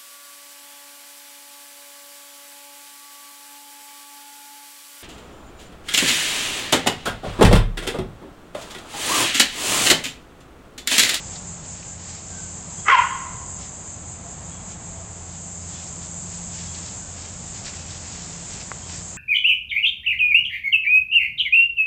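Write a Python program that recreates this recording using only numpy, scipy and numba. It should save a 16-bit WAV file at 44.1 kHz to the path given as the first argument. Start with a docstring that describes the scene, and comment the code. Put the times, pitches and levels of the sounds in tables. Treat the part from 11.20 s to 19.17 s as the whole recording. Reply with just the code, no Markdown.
"""A dog snaps out one hoarse bark that breaks into a yelp and rings among the trunks of a wood.
Around it dogs scuffle and dig: paws crush dry leaves, twigs snap, and there is one sharp, close knock.
Cicadas click their tymbals in a shrill, throbbing chorus. Faint calls come from far off,
and a distant motor drones under the hush of air and traffic. A limiter ducks the mix under the bark."""
import sys
import numpy as np
from scipy import signal
from scipy.fft import rfft, irfft, next_fast_len
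from scipy.io import wavfile
from scipy.ndimage import uniform_filter1d
from numba import njit

SR = 44100
rng = np.random.default_rng(int(sys.argv[2]) if len(sys.argv) > 2 else 0)


def inscribe(sig):
    """Save sig as 16-bit PCM at rate SR to the path in sys.argv[1].

    A 1-D sig is mono; a 2-D sig holds one channel per row.
    Samples are clipped to [-1, 1] before scaling.
    """
    pcm = np.round(np.clip(np.atleast_2d(sig).T, -1, 1) * 32767)
    wavfile.write(sys.argv[1], SR, pcm.astype(np.int16))


N = 351477


def undb(db):
    """Decibels to gain."""
    return 10 ** (np.asarray(db) / 20)


def unit(x):
    """Scale to rms 1."""
    return x / np.sqrt(np.mean(x ** 2) + 1e-20)


def clock():
    """Time of every sample in seconds."""
    return np.arange(N) / SR


def curves(table):
    """Automation lanes: each column after the time, joined by straight lines."""
    times, *columns = np.transpose(table)
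    return [np.interp(clock(), times, column) for column in columns]


def noise():
    """White noise."""
    return rng.standard_normal(N)


def equalise(x, points):
    """EQ a sound with a curve through (Hz, dB) points."""
    hz, db = np.transpose(points)
    size = next_fast_len(N + 4096)
    bin_hz = np.maximum(np.arange(size // 2 + 1) * SR / size, 1)
    gain = undb(np.interp(np.log(bin_hz), np.log(hz), db))
    return irfft(rfft(x, size) * gain, size)[:N]


def wander(rate):
    """Smooth random modulation of rms 1, with about rate turns a second."""
    hold = max(int(SR / rate), 1)
    steps = np.repeat(rng.standard_normal(N // hold + 1), hold)
    return unit(uniform_filter1d(steps, hold)[:N])


@njit
def resonate(x, hz, width):
    """State-variable band-pass with a moving centre, gain 1 there."""
    out, band_state, low_state = np.empty(len(x)), 0., 0.
    for i in range(len(x)):
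        g, damping = np.tan(np.pi * hz[i] / SR), width / hz[i]
        band = (band_state + g * (x[i] + 1e-18 - low_state)) / (1 + g * (g + damping))
        band_state = 2 * band - band_state
        low_state += 2 * g * band
        out[i] = damping * band
    return out


# The bark's gesture. Each row: time in seconds, pitch in Hz, relative level in dB,
# mouth opening as a factor on the formants.
BARK_GESTURE = [(1.648, 390, -50, .94), (1.668, 420, -28, .96), (1.681, 440, -24, .97),
                (1.684, 448, -10.5, .98), (1.705, 452, -7, 1.0), (1.716, 520, -10, 1.03),
                (1.728, 545, -16, 1.06), (1.765, 590, -20, 1.04), (1.795, 580, -42, .95)]
# Throat and mouth formants. Each row: centre in Hz, nominal width in Hz, relative gain in dB.
FORMANTS = [(416, 180, -14), (570, 140, -13), (885, 80, -12), (1356, 360, 3.5), (1650, 200, -2.5),
            (1920, 340, 0), (2550, 310, -13), (2994, 230, -12.5)]


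def bark(gain_db, jitter, rasp, rasp_decay_cycles, shimmer_db):
    """Irregular beats of the vocal folds, each with a burst of turbulence, ring the opening mouth."""
    t = clock()
    hz, level_db, mouth = curves(BARK_GESTURE)
    cycles = np.cumsum(hz * (1 + jitter * wander(900))) / SR
    pulses = sum(np.cos(2 * np.pi * k * cycles) for k in range(1, 9))
    pulses *= undb(shimmer_db * wander(500))
    turbulence = noise() * np.exp(-(cycles % 1) / rasp_decay_cycles)
    folds = unit(pulses) + rasp * unit(turbulence)
    voice = 0
    for centre, width, db in FORMANTS:
        first_pass = resonate(folds, centre * mouth, 1.24 * width)
        voice += undb(db) * resonate(first_pass, centre * mouth, 1.36 * width)
    cheeks = [(3200, -10.5), (3800, -23.0), (6000, -1.5)]  # soft cheeks swallow a band of treble
    gate = (t > BARK_GESTURE[0][0]) * (t < BARK_GESTURE[-1][0])
    return unit(equalise(voice, cheeks)) * undb(level_db + gain_db) * gate


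# The yelp's fall. Each row: time in seconds, pitch in Hz, relative level in dB.
YELP_GESTURE = [(1.713, 1130, -48), (1.720, 1086, -8), (1.732, 1061, -4.5), (1.748, 1020, -2),
                (1.756, 954, -3), (1.762, 823, -22), (1.785, 720, -50)]
# Its harmonics. Each row: multiple of the pitch, gain in dB.
YELP_HARMONICS = [(1, -0.5), (2, -19.5), (3, -19.5)]


def yelp(jitter, flutter_db, rasp_db):
    """The voice jumps to a high, nearly pure register and falls, with a rough edge."""
    t = clock()
    hz, level_db = curves(YELP_GESTURE)
    phase = 2 * np.pi * np.cumsum(hz * (1 + jitter * wander(450))) / SR
    tone = np.sqrt(2) * sum(undb(db) * np.sin(k * phase) for k, db in YELP_HARMONICS)
    rasp_eq = [(700, -32), (1200, -7), (1700, 0), (2600, -3.5), (3100, -6), (3650, -22.5), (8000, -32.5)]
    rasp = unit(equalise(noise() * (1 + np.cos(phase)), rasp_eq))
    voice = tone * undb(flutter_db * wander(200)) + undb(rasp_db) * rasp
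    gate = (t > YELP_GESTURE[0][0]) * (t < YELP_GESTURE[-1][0])
    return voice * undb(level_db) * gate


# Restless paws keep the litter stirring. Each row: time in seconds, relative level in dB.
PAW_STIR = [(0, -47), (.3, -56), (1.55, -53.5), (2.3, -65), (3.3, -66.5), (4.4, -54.5), (5.9, -51.5),
            (7.1, -45), (7.97, -51.5)]
# Steps, kicks and scrapes. Each row: peak time in seconds, relative level in dB, length in seconds.
PAW_STROKES = [(0.152, -44.5, .05), (.448, -51, 0.032), (.57, -50.5, 0.19), (0.904, -46, 0.17),
               (1.17, -51.5, 0.16), (2.432, -46.5, 0.071), (3.518, -51, 0.058), (4.138, -54, 0.11),
               (4.582, -46, 0.19), (4.84, -47, 0.054), (5.153, -46.5, 0.11), (5.396, -42.5, .14),
               (5.563, -43.5, .06), (5.67, -45, .14), (6.023, -45.5, 0.14), (6.28, -50, .05),
               (6.373, -45, .06), (6.474, -37, 0.049), (6.564, -43, .08), (6.722, -44.5, .08),
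               (6.928, -46, 0.24), (7.34, -43, .09), (7.412, -42, 0.033), (7.74, -41, 0.11)]


def paws(stroke_db, rise_share=0.64, fall_share=0.7):
    """Envelope of the paws' push on the litter: each stroke builds and dies away over a running stir."""
    stir_db, = curves(PAW_STIR)
    power = undb(stir_db) ** 2
    for peak, db, length in PAW_STROKES:
        offset = (clock() - peak) / length
        stroke = np.exp(-(offset / np.where(offset < 0, rise_share, fall_share)) ** 2)
        power += (undb(db + stroke_db) * stroke) ** 2
    return np.sqrt(power)


# The crisp tone of dry leaves. Each row: frequency in Hz, relative gain in dB.
LEAF_EQ = [(300, 0.5), (900, -9.5), (1700, -2.5), (2600, -2), (4000, -2), (5200, 2.5), (6500, 0),
           (8500, -8)]


def leaves(push, gain_db, cracks_per_s, swish, clump_db):
    """Paws crush the litter: clumps of tiny, uneven cracks over the swish of sliding leaves."""
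    cracks = 0
    for hz in np.geomspace(1500, 6000, 5):
        # leaves of each size give way in their own bursts and at their own pitch
        clumps = undb(clump_db * wander(70))
        hits = noise() * clumps * (rng.random(N) < cracks_per_s / SR)
        cracks += unit(resonate(hits, np.full(N, hz), hz / 2)) * np.sqrt(hz)
    rustle = unit(cracks) + swish * noise()
    return unit(equalise(rustle, LEAF_EQ)) * push * undb(gain_db)


# Twigs and leaf stalks breaking. Each row: start in seconds, level in dB, ring in Hz.
TWIG_SNAPS = [(.157, -35, 3900), (.627, -41.5, 2440), (2.428, -43.5, 3400), (5.546, -33.5, 4060),
              (6.465, -40, 2200), (6.707, -37, 4000)]


def twigs(decay_s, width_hz):
    """A brittle stalk breaks in a burst of splinters that ring at its own pitch."""
    out = 0
    for start, db, hz in TWIG_SNAPS:
        age = clock() - start
        splinters = unit(resonate(noise(), np.full(N, float(hz)), float(width_hz)))
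        out += splinters * undb(db) * (age > 0) * np.exp(-np.abs(age) / decay_s)
    return out


# One close knock: start in seconds, relative level in dB.
KNOCK_CUE = (7.5165, -14.5)
# Its ring. Each row: frequency in Hz, relative level in dB, seconds to fall by 60 dB.
KNOCK_MODES = [(1380, -1.5, 0.0055), (1750, -5, 0.0035), (1130, -16, 0.029), (2020, -18, 0.023)]


def knock():
    """A brief, hard contact with a very short ring and little bass."""
    start, level_db = KNOCK_CUE
    age = np.maximum(clock() - start, 0)
    ring = 0
    for hz, db, t60 in KNOCK_MODES:
        ring += undb(level_db + db - 60 * age / t60) * np.sin(2 * np.pi * hz * age)
    return signal.sosfilt(signal.butter(3, [350, 2500], "band", fs=SR, output="sos"), ring)


# One cicada stands out. Each row: first throb in seconds, last throb in seconds, relative level in dB.
SOLO_BOUTS = [(0.121, .895, -38), (2.716, 3.685, -39.5), (5.377, 5.765, -39), (6.334, 6.92, -41.5)]


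def throbs(rate_hz=5.2, sharpness=1.4, fade_db_per_s=1.5):
    """Envelope of one cicada pumping its abdomen at a steady rate, easing off through each bout."""
    out = 0
    for first, last, db in SOLO_BOUTS:
        age = clock() - first
        swell = np.abs(np.cos(np.pi * rate_hz * age)) ** sharpness
        singing = np.abs(clock() - (first + last) / 2) < (last - first + 1 / rate_hz) / 2
        out += singing * swell * undb(db - fade_db_per_s * age)
    return out


# The chorus swells and ebbs. Each row: time in seconds, relative level in dB.
CHORUS_SWELL = [(0, -39.5), (.75, -42.5), (1.23, -35.5), (1.45, -38.5), (1.6, -36), (2.1, -37),
                (2.32, -36.5), (2.85, -40.5), (3.4, -42), (4.18, -39), (4.31, -36.5), (4.55, -38),
                (5.2, -35), (5.85, -38), (6.8, -40), (7.38, -37), (7.52, -40), (7.85, -36)]
# Its shrill tone. Each row: frequency in Hz, relative gain in dB.
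CICADA_EQ = [(4300, -35.5), (4800, -16), (5350, -19.5), (5650, -42.5), (6000, -7.5), (6300, -2), (6800, 2),
             (7300, 4), (7470, 6), (7730, -0.5), (7860, -0.5), (8030, 0.5), (8400, -13)]


def cicadas(gain_db, flicker_db, grain_db, buzz_hz, buzz_depth):
    """Many tymbals click into their owners' shrill resonance and blur to a hiss that swells and throbs."""
    level_db, = curves(CHORUS_SWELL)
    steady_singers = undb(level_db + flicker_db * wander(18))
    envelope = np.hypot(steady_singers, throbs())
    ribs = np.sin(2 * np.pi * np.cumsum(buzz_hz * (1 + 0.051 * wander(30))) / SR)
    hiss = noise() * (1 + buzz_depth * ribs) * undb(grain_db * wander(150))
    return unit(equalise(hiss, CICADA_EQ)) * envelope * undb(gain_db)


# Calls deep in the wood. Each row: start and length in seconds, start and end pitch in Hz, level in dB.
CALL_CUES = [(.63, 0.079, 1583, 1630, -56), (1.094, 0.15, 1590, 1486, -47), (1.568, 0.053, 3200, 3380, -49),
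             (2.956, 0.18, 657, 725, -48.5), (3.303, 0.05, 3230, 3340, -51.5), (3.672, 0.16, 674, 661, -48),
             (4.525, 0.061, 3270, 3520, -50.5), (5.46, .07, 3300, 3350, -49),
             (5.793, 0.078, 1546, 1520, -50), (6.541, .13, 2520, 2600, -52.5),
             (7.614, 0.05, 3160, 3320, -50.5)]


def far_calls(waver):
    """Soft gliding whistles and hoots."""
    out, wobble = 0, 1 + waver * wander(120)
    for start, length, start_hz, end_hz, db in CALL_CUES:
        progress = np.clip((clock() - start) / length, 0, 1)
        hz = (start_hz + (end_hz - start_hz) * progress) * wobble
        out += undb(db) * np.sin(np.pi * progress) * np.sin(2 * np.pi * np.cumsum(hz) / SR)
    return out


# The motor's drone. Each row: time in seconds, level of the fundamental in dB, level of its octave in dB.
MOTOR_LEVELS = [(0, -50, -50.5), (1.2, -45, -50.5), (2.6, -48.5, -61.5), (3.2, -45.5, -49),
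                (4.5, -47, -45.5), (5.4, -46, -43.5), (6.6, -48.5, -50.5), (7.2, -51.5, -47),
                (7.97, -42.5, -45.5)]


def motor(hz, drift, waver_db):
    """A far motor hums on two wavering tones an octave apart."""
    out = 0
    for harmonic, db in enumerate(curves(MOTOR_LEVELS), 1):
        phase = 2 * np.pi * np.cumsum(harmonic * hz * (1 + drift * wander(12))) / SR
        out += np.sqrt(2) * np.sin(phase) * undb(db + waver_db * wander(5.2))
    return out


# The dark tone of the background bed. Each row: frequency in Hz, relative gain in dB.
AIR_EQ = [(15, -23.5), (30, -7.5), (55, -1.5), (100, 0.5), (135, -1), (185, -2), (240, -9), (350, -13.5),
          (520, -14), (730, -11.5), (1050, -15.5), (1600, -21.5), (3000, -25.5), (8000, -31)]


def air(level_db, swell_db):
    """The air of the wood and far traffic blend into a low rumble and hush."""
    return unit(equalise(noise(), AIR_EQ)) * undb(level_db + swell_db * wander(2.885))


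def trunks(send, t60_low, t60_high, early_db, early_t60, fade_in_s, split_hz=1300, echoes_per_s=2400):
    """Echo of the wood: sparse reflections off near trunks, then a diffuse tail whose treble dies first."""
    t = clock()[:2 * SR]
    scatter = rng.standard_normal(len(t))
    low = signal.sosfilt(signal.butter(3, split_hz, fs=SR, output="sos"), scatter)
    high = signal.sosfilt(signal.butter(3, split_hz, "high", fs=SR, output="sos"), scatter)
    tail = low * undb(-60 * t / t60_low) + high * undb(-60 * t / t60_high)
    early = unit(rng.standard_normal(len(t)) * (rng.random(len(t)) < echoes_per_s / SR))
    early *= undb(early_db - 60 * t / early_t60)
    response = (tail + early) * np.clip(t / fade_in_s, 0, 1) ** 2
    return signal.fftconvolve(send, response / np.sqrt(np.sum(response ** 2)))[:N]


def scene():
    """The mono mix: dogs a few metres off, the wood all round them."""
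    dog = bark(gain_db=0.8, jitter=.12, rasp=1.5, rasp_decay_cycles=.4, shimmer_db=2)
    dog += yelp(jitter=0.0182, flutter_db=1.5, rasp_db=-8)
    calls = far_calls(waver=.013)
    snaps = twigs(decay_s=0.0065, width_hz=600)
    tap = knock()
    send = undb(-7) * (dog + snaps) + undb(-14) * tap + calls
    echo = trunks(send, t60_low=1.12, t60_high=0.95, early_db=11, early_t60=0.39, fade_in_s=0.019)
    chorus = cicadas(gain_db=1, flicker_db=0.57, grain_db=0.28, buzz_hz=324, buzz_depth=.15)
    litter = leaves(paws(stroke_db=0.2), gain_db=3, cracks_per_s=450, swish=2.6, clump_db=3)
    bed = air(level_db=-40.5, swell_db=0.54) + motor(hz=85.95, drift=0.01991, waver_db=2.5)
    return (dog + litter + snaps + tap + chorus + calls + bed + echo)[None]


@njit
def follow(x, attack, release):
    """Level follower that rises fast and falls slowly."""
    out, level = np.empty(len(x)), 0.
    for i in range(len(x)):
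        level += (abs(x[i]) - level) * (attack if abs(x[i]) > level else release)
        out[i] = level
    return out


def record(dry, ceiling_db=-6, attack_s=0.0001, release_s=0.023, top_hz=8270):
    """A limiter ducks everything under the bark; a steep low-pass cuts the top."""
    level = follow(dry[0], 1 / (1 + attack_s * SR), 1 / (1 + release_s * SR))
    limited = dry / np.maximum(level / undb(ceiling_db), 1)
    return signal.sosfilt(signal.ellip(12, .1, 75, top_hz, fs=SR, output="sos"), limited)


dry = scene()
out = record(dry)
inscribe(out)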